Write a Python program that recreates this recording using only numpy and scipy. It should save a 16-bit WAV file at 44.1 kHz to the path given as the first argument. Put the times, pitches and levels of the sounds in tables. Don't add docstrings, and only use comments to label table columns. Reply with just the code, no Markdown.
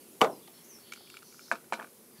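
import sys
import numpy as np
from scipy import signal
from scipy.fft import rfft, irfft
from scipy.io import wavfile
from scipy.ndimage import uniform_filter1d

SR = 44100
rng = np.random.default_rng(int(sys.argv[2]) if len(sys.argv) > 2 else 0)


def wrap_up_sound(samples):
    columns = np.atleast_2d(samples).T
    tamed = np.clip(columns, -1, 1)
    steps = np.round(tamed * 32767).astype(np.int16)
    wavfile.write(sys.argv[1], SR, steps)


def invert_db(x):
    u = np.asarray(x, float) / 20
    return 10 ** u


N = 97020

# start in seconds, peak level in dB, contact time in ms, ping in Hz.
KNOCKS = [(.2058, -45, 0.11, 900), (.2095, -19.5, 0.055, 1100), (.2148, -12, 0.057, 2970),
          (.2156, -7.5, 0.16, 1100), (.2195, -10, 0.28, 450), (.2385, -26, 0.029, 900),
          (.2443, -16, 0.14, 770), (.268, -31, 0.17, 710), (.4755, -49.5, 0.053, 2150),
          (.478, -51.5, 0.065, 3100), (.4765, -49, 0.12, 4300)]
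# frequency in Hz, level in dB, T60 in seconds.
BOARD = [(130.9, -25, 0.59), (218.4, -17.5, 0.51), (335, -9, 0.45), (393, 1, 0.29), (670, 5, .22),
         (900, -6, 0.29), (1200, -2, 0.19), (1620, -4, 0.14), (2360, -5.5, 0.062), (3200, -13, 0.15),
         (5000, -4.5, 0.039), (8000, -13.5, 0.16), (13840, -32, 0.045)]
# frequency in Hz, level in dB, T60 in seconds.
BOARD_TONES = [(274, -18, 0.083), (432, -6.5, 0.099), (607.6, -13, 0.21), (634, -7, .15),
               (676.4, -11.5, 0.22), (753.5, -14, 0.21), (818, -16, 0.14), (895.8, -14, 0.27),
               (977, -13.5, 0.033), (1200, -6.5, 0.06), (1918, -12, 0.046), (2167, -10, 0.035),
               (2340, -17, 0.062), (3070, -20.5, .04)]


def knocks():
    return strikes(KNOCKS, body(BOARD, BOARD_TONES), ring_db=-3.0, crack_db=-18.0)


# start in seconds, peak level in dB, contact time in ms, ping in Hz.
TAPS = [(1.007, -47.5, 0.35, 750), (1.5146, -13.5, 0.26, 1565), (1.5165, -28, 0.085, 950),
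        (1.5235, -27.5, 0.04, 970), (1.538, -35, 0.26, 1350), (1.555, -33.5, 0.11, 1400),
        (1.7241, -17, 0.23, 950), (1.729, -29.5, 0.42, 620), (1.7335, -23.5, 0.086, 1524),
        (1.739, -26.5, 0.069, 2300), (1.775, -39, .3, 900), (1.784, -44, 0.25, 1450),
        (1.788, -38, 1.2, 353), (1.793, -35, 0.21, 990), (1.7975, -30, 0.61, 1700),
        (1.7985, -45, 0.098, 3200), (1.81, -37, 0.22, 1440), (1.817, -34, 0.24, 1000),
        (1.822, -45, 0.16, 2300), (1.827, -37, 0.11, 1450), (1.835, -41, 2.4, 300),
        (1.844, -38.5, 0.19, 1450), (1.8465, -40.5, 0.31, 1450), (1.86, -63, 0.26, 1500),
        (1.872, -49.5, 0.12, 1450)]
# frequency in Hz, level in dB, T60 in seconds.
CASING = [(168, -23, 0.16), (239, -2, 0.32), (400, -14, 0.3), (605, 11.5, 0.026), (970, -4.5, 0.16),
          (1130, -1, 0.14), (1450, -4, 0.31), (2030, -22, 0.091), (2220, 11.5, 0.076), (3100, -9.5, 0.17),
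          (3900, 0.5, 0.096), (5500, -2, 0.12), (8000, -11, 0.13), (13750, -39, 0.063)]
# frequency in Hz, level in dB, T60 in seconds.
CASING_TONES = [(547, -24.5, .08), (676.3, -13.5, 0.12), (904, -13, 0.091), (950, -11.5, 0.082),
                (1247, -8.5, 0.045), (1487, -14, 0.12), (1723, -13.5, 0.11), (2364, -19, 0.091),
                (4050, -19, 0.11), (5000, -19, .06)]


def taps():
    sound = strikes(TAPS, body(CASING, CASING_TONES), ring_db=-7, crack_db=-9)
    return highpass(sound, 190)


# start in seconds, peak level in dB, upper modes against the lowest in dB, crack in dB.
TICKS = [(0.7866, -51.5, -4, -9), (0.872, -57, -9, -7), (0.893, -56, 7, -8), (0.9214, -32, 10, -9),
         (0.9236, -32, 2, -6), (0.9325, -60, -2, 0), (0.9347, -37, 6, 5), (0.9602, -45, 1, -18),
         (0.975, -46, -8, -6), (1.073, -50, 19, -19), (1.0998, -42, 8.5, -1), (1.1412, -39.5, -3, -17),
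         (1.1486, -45, 3, -17), (1.1689, -35.5, 8.5, -9), (1.1754, -47.5, 7, -0.5), (1.1898, -47.5, 4, -3),
         (1.2224, -49.5, -6, -7), (1.2288, -45, -15, -3), (1.325, -49, 0, -8), (1.3438, -49, -16, -7),
         (1.3929, -39.5, -3.5, -18), (1.41, -50, -7, -1), (1.467, -54, 0, -12), (1.483, -50, -12, -12),
         (1.6428, -51, -6, -12), (1.699, -57, 0, -6)]
# frequency in Hz, level in dB, T60 in seconds.
TICK_MODES = [(1397, 8.5, 0.012), (2300, 1, 0.021), (2790, -2, 0.015), (7160, -1, .012)]
# start in seconds, level in dB, frequency in Hz, T60 in seconds.
THUMP = (2.1865, -42, 135, .06)


def ticks():
    out = np.zeros(N)
    upper_share = np.array([[0], [1], [1], [0.5]])
    for start, db, upper_db, crack_db in TICKS:
        modes = ring(TICK_MODES, rise_s=0.00089, lift_db=upper_db * upper_share, detune=0.02)
        tick = pushed(modes, push_ms=0.028) + invert_db(crack_db) * crack()
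        add(out, start, invert_db(db) * tick)
    start, db, hz, t60 = THUMP
    t = np.arange(SR // 3) / SR
    thump = np.sin(2 * np.pi * hz * t) * fade(t, t60) * (1 - np.exp(-t / 0.0019))
    add(out, start, invert_db(db) * thump)
    return out


RISE_S = 0.0001


def strikes(table, response, ring_db, crack_db):
    out = np.zeros(N)
    for start, db, contact_ms, ping_hz in table:
        add(out, start, invert_db(db + ring_db) * pushed(response, contact_ms))
        ping = pushed(ring([(ping_hz, 0, 0.013)], RISE_S), contact_ms)
        snap = invert_db(crack_db) * crack() * 0.072 / contact_ms
        add(out, start, invert_db(db) * (ping + snap))
    return out


def body(shape, tones):
    mode_count, crowding = 450, 1.8
    t = np.arange(SR // 4) / SR
    shape_hz, shape_db, shape_t60 = np.array(shape).T
    place = (np.arange(mode_count) + rng.random(mode_count)) / mode_count
    hz = (shape_hz[0] + (shape_hz[-1] - shape_hz[0]) * place ** crowding)[:, None]
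    db = np.interp(np.log(hz), np.log(shape_hz), shape_db)
    t60 = np.interp(np.log(hz), np.log(shape_hz), shape_t60)
    waves = np.sin(2 * np.pi * (hz * t + rng.random(hz.shape))) * fade(t, t60)
    crowd = (invert_db(db) * waves).sum(axis=0)
    out = crowd / abs(crowd).max()
    for k, (tone_hz, tone_db, tone_t60) in enumerate(tones):
        sign = (-1) ** k
        out = out + sign * invert_db(tone_db) * np.sin(2 * np.pi * tone_hz * t) * fade(t, tone_t60)
    return out * (1 - np.exp(-t / RISE_S))


def pushed(response, push_ms):
    phase = np.arange(64) / SR / (push_ms / 1000 + 1 / SR)
    push = np.sin(np.pi * np.clip(phase, 0, 1))
    out = np.convolve(response, push)[:len(response)]
    return out / abs(out).max()


def ring(modes, rise_s, lift_db=0, detune=0.0):
    t = np.arange(SR // 20) / SR
    hz, db, t60 = np.array(modes).T[:, :, None]
    level_chance, pitch_chance = rng.standard_normal((2,) + hz.shape)
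    gain = invert_db(db + lift_db + 2 * level_chance)
    waves = gain * np.sin(2 * np.pi * hz * (1 + detune * pitch_chance) * t) * fade(t, t60)
    return waves.sum(axis=0) * (1 - np.exp(-t / rise_s))


def crack():
    centre_hz, width_hz = 7590, 11200
    t = np.arange(SR // 20) / SR
    noise = band(rng.standard_normal(len(t)), centre_hz, width_hz)
    return noise * (np.exp(-t / 0.0017) + invert_db(-13.5) * np.exp(-t / 0.016))


# start in seconds, length in seconds, first and last frequency in Hz, level in dB.
WHISTLES = [
    (0, .03, 4550, 4550, -72),
    (.1, .035, 7000, 6950, -76),
    (.312, .04, 4100, 4080, -74),
    (.53, .09, 5400, 5500, -73),
    (1.28, .11, 6720, 6680, -71),
    (2.115, .085, 5000, 4450, -74),
    (.275, .12, 5900, 4600, -72),
    (.684, .085, 6450, 5250, -62),
    (1.24, .05, 5950, 5900, -73),
]


def whistles():
    out = np.zeros(N)
    warble = invert_db(3 * walk(80))
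    for start, length, first_hz, last_hz, db in WHISTLES:
        t, envelope = gate(length)
        hz = last_hz + (first_hz - last_hz) * (1 - t / length) ** 1.3
        tone = np.sqrt(2) * np.sin(2 * np.pi * np.cumsum(hz) / SR)
        add(out, start, invert_db(db) * envelope * tone)
    return out * warble


# start in seconds, length in seconds,
# centre in Hz, bandwidth in Hz, level in dB.
BUZZES = [(0.528, 0.059, 4240, 500, -71), (.55, 0.053, 3300, 400, -75), (0.638, 0.037, 6400, 1200, -66),
          (0.789, 0.19, 4390, 503, -71.5), (0.821, 0.14, 3200, 496, -72.5), (0.95, 0.22, 4720, 734, -69),
          (0.96, .21, 3400, 457, -72.5), (1.223, 0.095, 4420, 700, -73), (1.234, 0.081, 5900, 700, -70.5),
          (1.288, 0.2, 5000, 500, -86), (1.403, 0.084, 4180, 596, -68.5), (1.405, 0.11, 5500, 695, -67),
          (1.429, 0.11, 4850, 300, -78), (2.155, 0.033, 3460, 5000, -68.5), (.415, 0.073, 3450, 302, -73.5),
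          (0.851, 0.33, 3970, 1500, -70.5), (1.243, 0.29, 5600, 2550, -67.5)]


def buzzes():
    out = np.zeros(N)
    rate_hz, depth_db = 91.5, 3
    for start, length, hz, width, db in BUZZES:
        t, envelope = gate(length)
        throb = invert_db(depth_db * walk(rate_hz))[:len(t)]
        noise = band(rng.standard_normal(N), hz, width)[:len(t)]
        add(out, start, envelope * level(throb * noise, db))
    return out


def leaf_echo(calls):
    t = np.arange(SR // 3) / SR
    echo = rng.standard_normal(len(t)) * fade(t, 0.28)
    echo = echo / np.linalg.norm(echo)
    return calls + invert_db(5) * signal.fftconvolve(calls, echo)[:N]


def gate(length):
    t = np.arange(int(length * SR)) / SR
    edge = np.clip(np.minimum(t, length - t) / 0.007, 0, 1)
    return t, np.sin(np.pi / 2 * edge)


# frequency in Hz, density in dB per Hz.
HUM = [(18, -60.5), (30, -36.5), (171, -8), (292, -9), (358, -2.5), (648, -14.5), (710, -16), (887, -17.5),
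       (2500, -24), (3250, -27), (5500, -120)]


def hum():
    return level(coloured(HUM, swell_db=-4.5, flicker_db=3.6), -60)


# frequency in Hz, density in dB per Hz.
HISS = [(1180, -54), (2000, -12), (6250, -7), (6820, -8.5), (7980, -7), (10900, 0), (15200, -7.5),
        (15600, -2.5), (16000, -26)]


def hiss():
    noise = coloured(HISS, swell_db=0.6, flicker_db=1.0)
    sunk = np.arange(N) / SR > 0.83
    return level(noise * invert_db(-1.54 * sunk), -58.5)


def drone():
    return level(band(rng.standard_normal(N), 232.4, 34), -67.5)


def coloured(shape, swell_db, flicker_db):
    octave = np.log2(np.arange(N // 2 + 1) * SR / N + 1)
    shape = np.array(shape)
    shape_db = np.interp(octave, np.log2(shape[:, 0]), shape[:, 1], left=-90, right=-90)
    spectrum = rfft(rng.standard_normal(N)) * invert_db(shape_db)
    swell = swell_db * walk(1.0)
    out = np.zeros(N)
    for centre in np.arange(4.5, 14.6, 0.5):
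        part = irfft(spectrum * np.clip(1 - 2 * abs(octave - centre), 0, 1), N)
        out += part * invert_db(swell + flicker_db * walk(5.96))
    return out


def walk(rate):
    hold = int(SR / rate)
    steps = np.repeat(rng.standard_normal(N // hold + 1), hold)
    smooth = uniform_filter1d(uniform_filter1d(steps, hold), hold)
    return 0.7 * smooth[:N]


def level(x, db):
    return x * invert_db(db) / np.sqrt(np.mean(x ** 2))


def fade(t, t60):
    return np.exp(-np.log(1000) * t / t60)


def add(out, start, x):
    i = max(int(start * SR), 0)
    out[i:i + len(x)] += x[:N - i]


def band(x, hz, width):
    edges = [hz - width / 2, hz + width / 2]
    return signal.sosfilt(signal.butter(2, edges, "band", fs=SR, output="sos"), x)


def highpass(x, hz):
    return signal.sosfilt(signal.butter(3, hz, "high", fs=SR, output="sos"), x)


def scene():
    background = hum() + hiss() + drone()
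    plastic_damping = signal.butter(2, 7500, fs=SR, output="sos")
    plastic = signal.sosfilt(plastic_damping, ticks() + taps())
    hits = highpass(plastic + knocks(), 138)
    birds = leaf_echo(whistles() + buzzes())
    return (background + birds + hits)[None]


def band_limit(x):
    return signal.sosfilt(signal.butter(12, 15525, fs=SR, output="sos"), x)


def record(dry):
    top_cut = signal.ellip(8, 0.2, 60, 15600, fs=SR, output="sos")
    mix = signal.sosfilt(top_cut, dry)
    return band_limit(mix)


dry = scene()
out = record(dry)
wrap_up_sound(out)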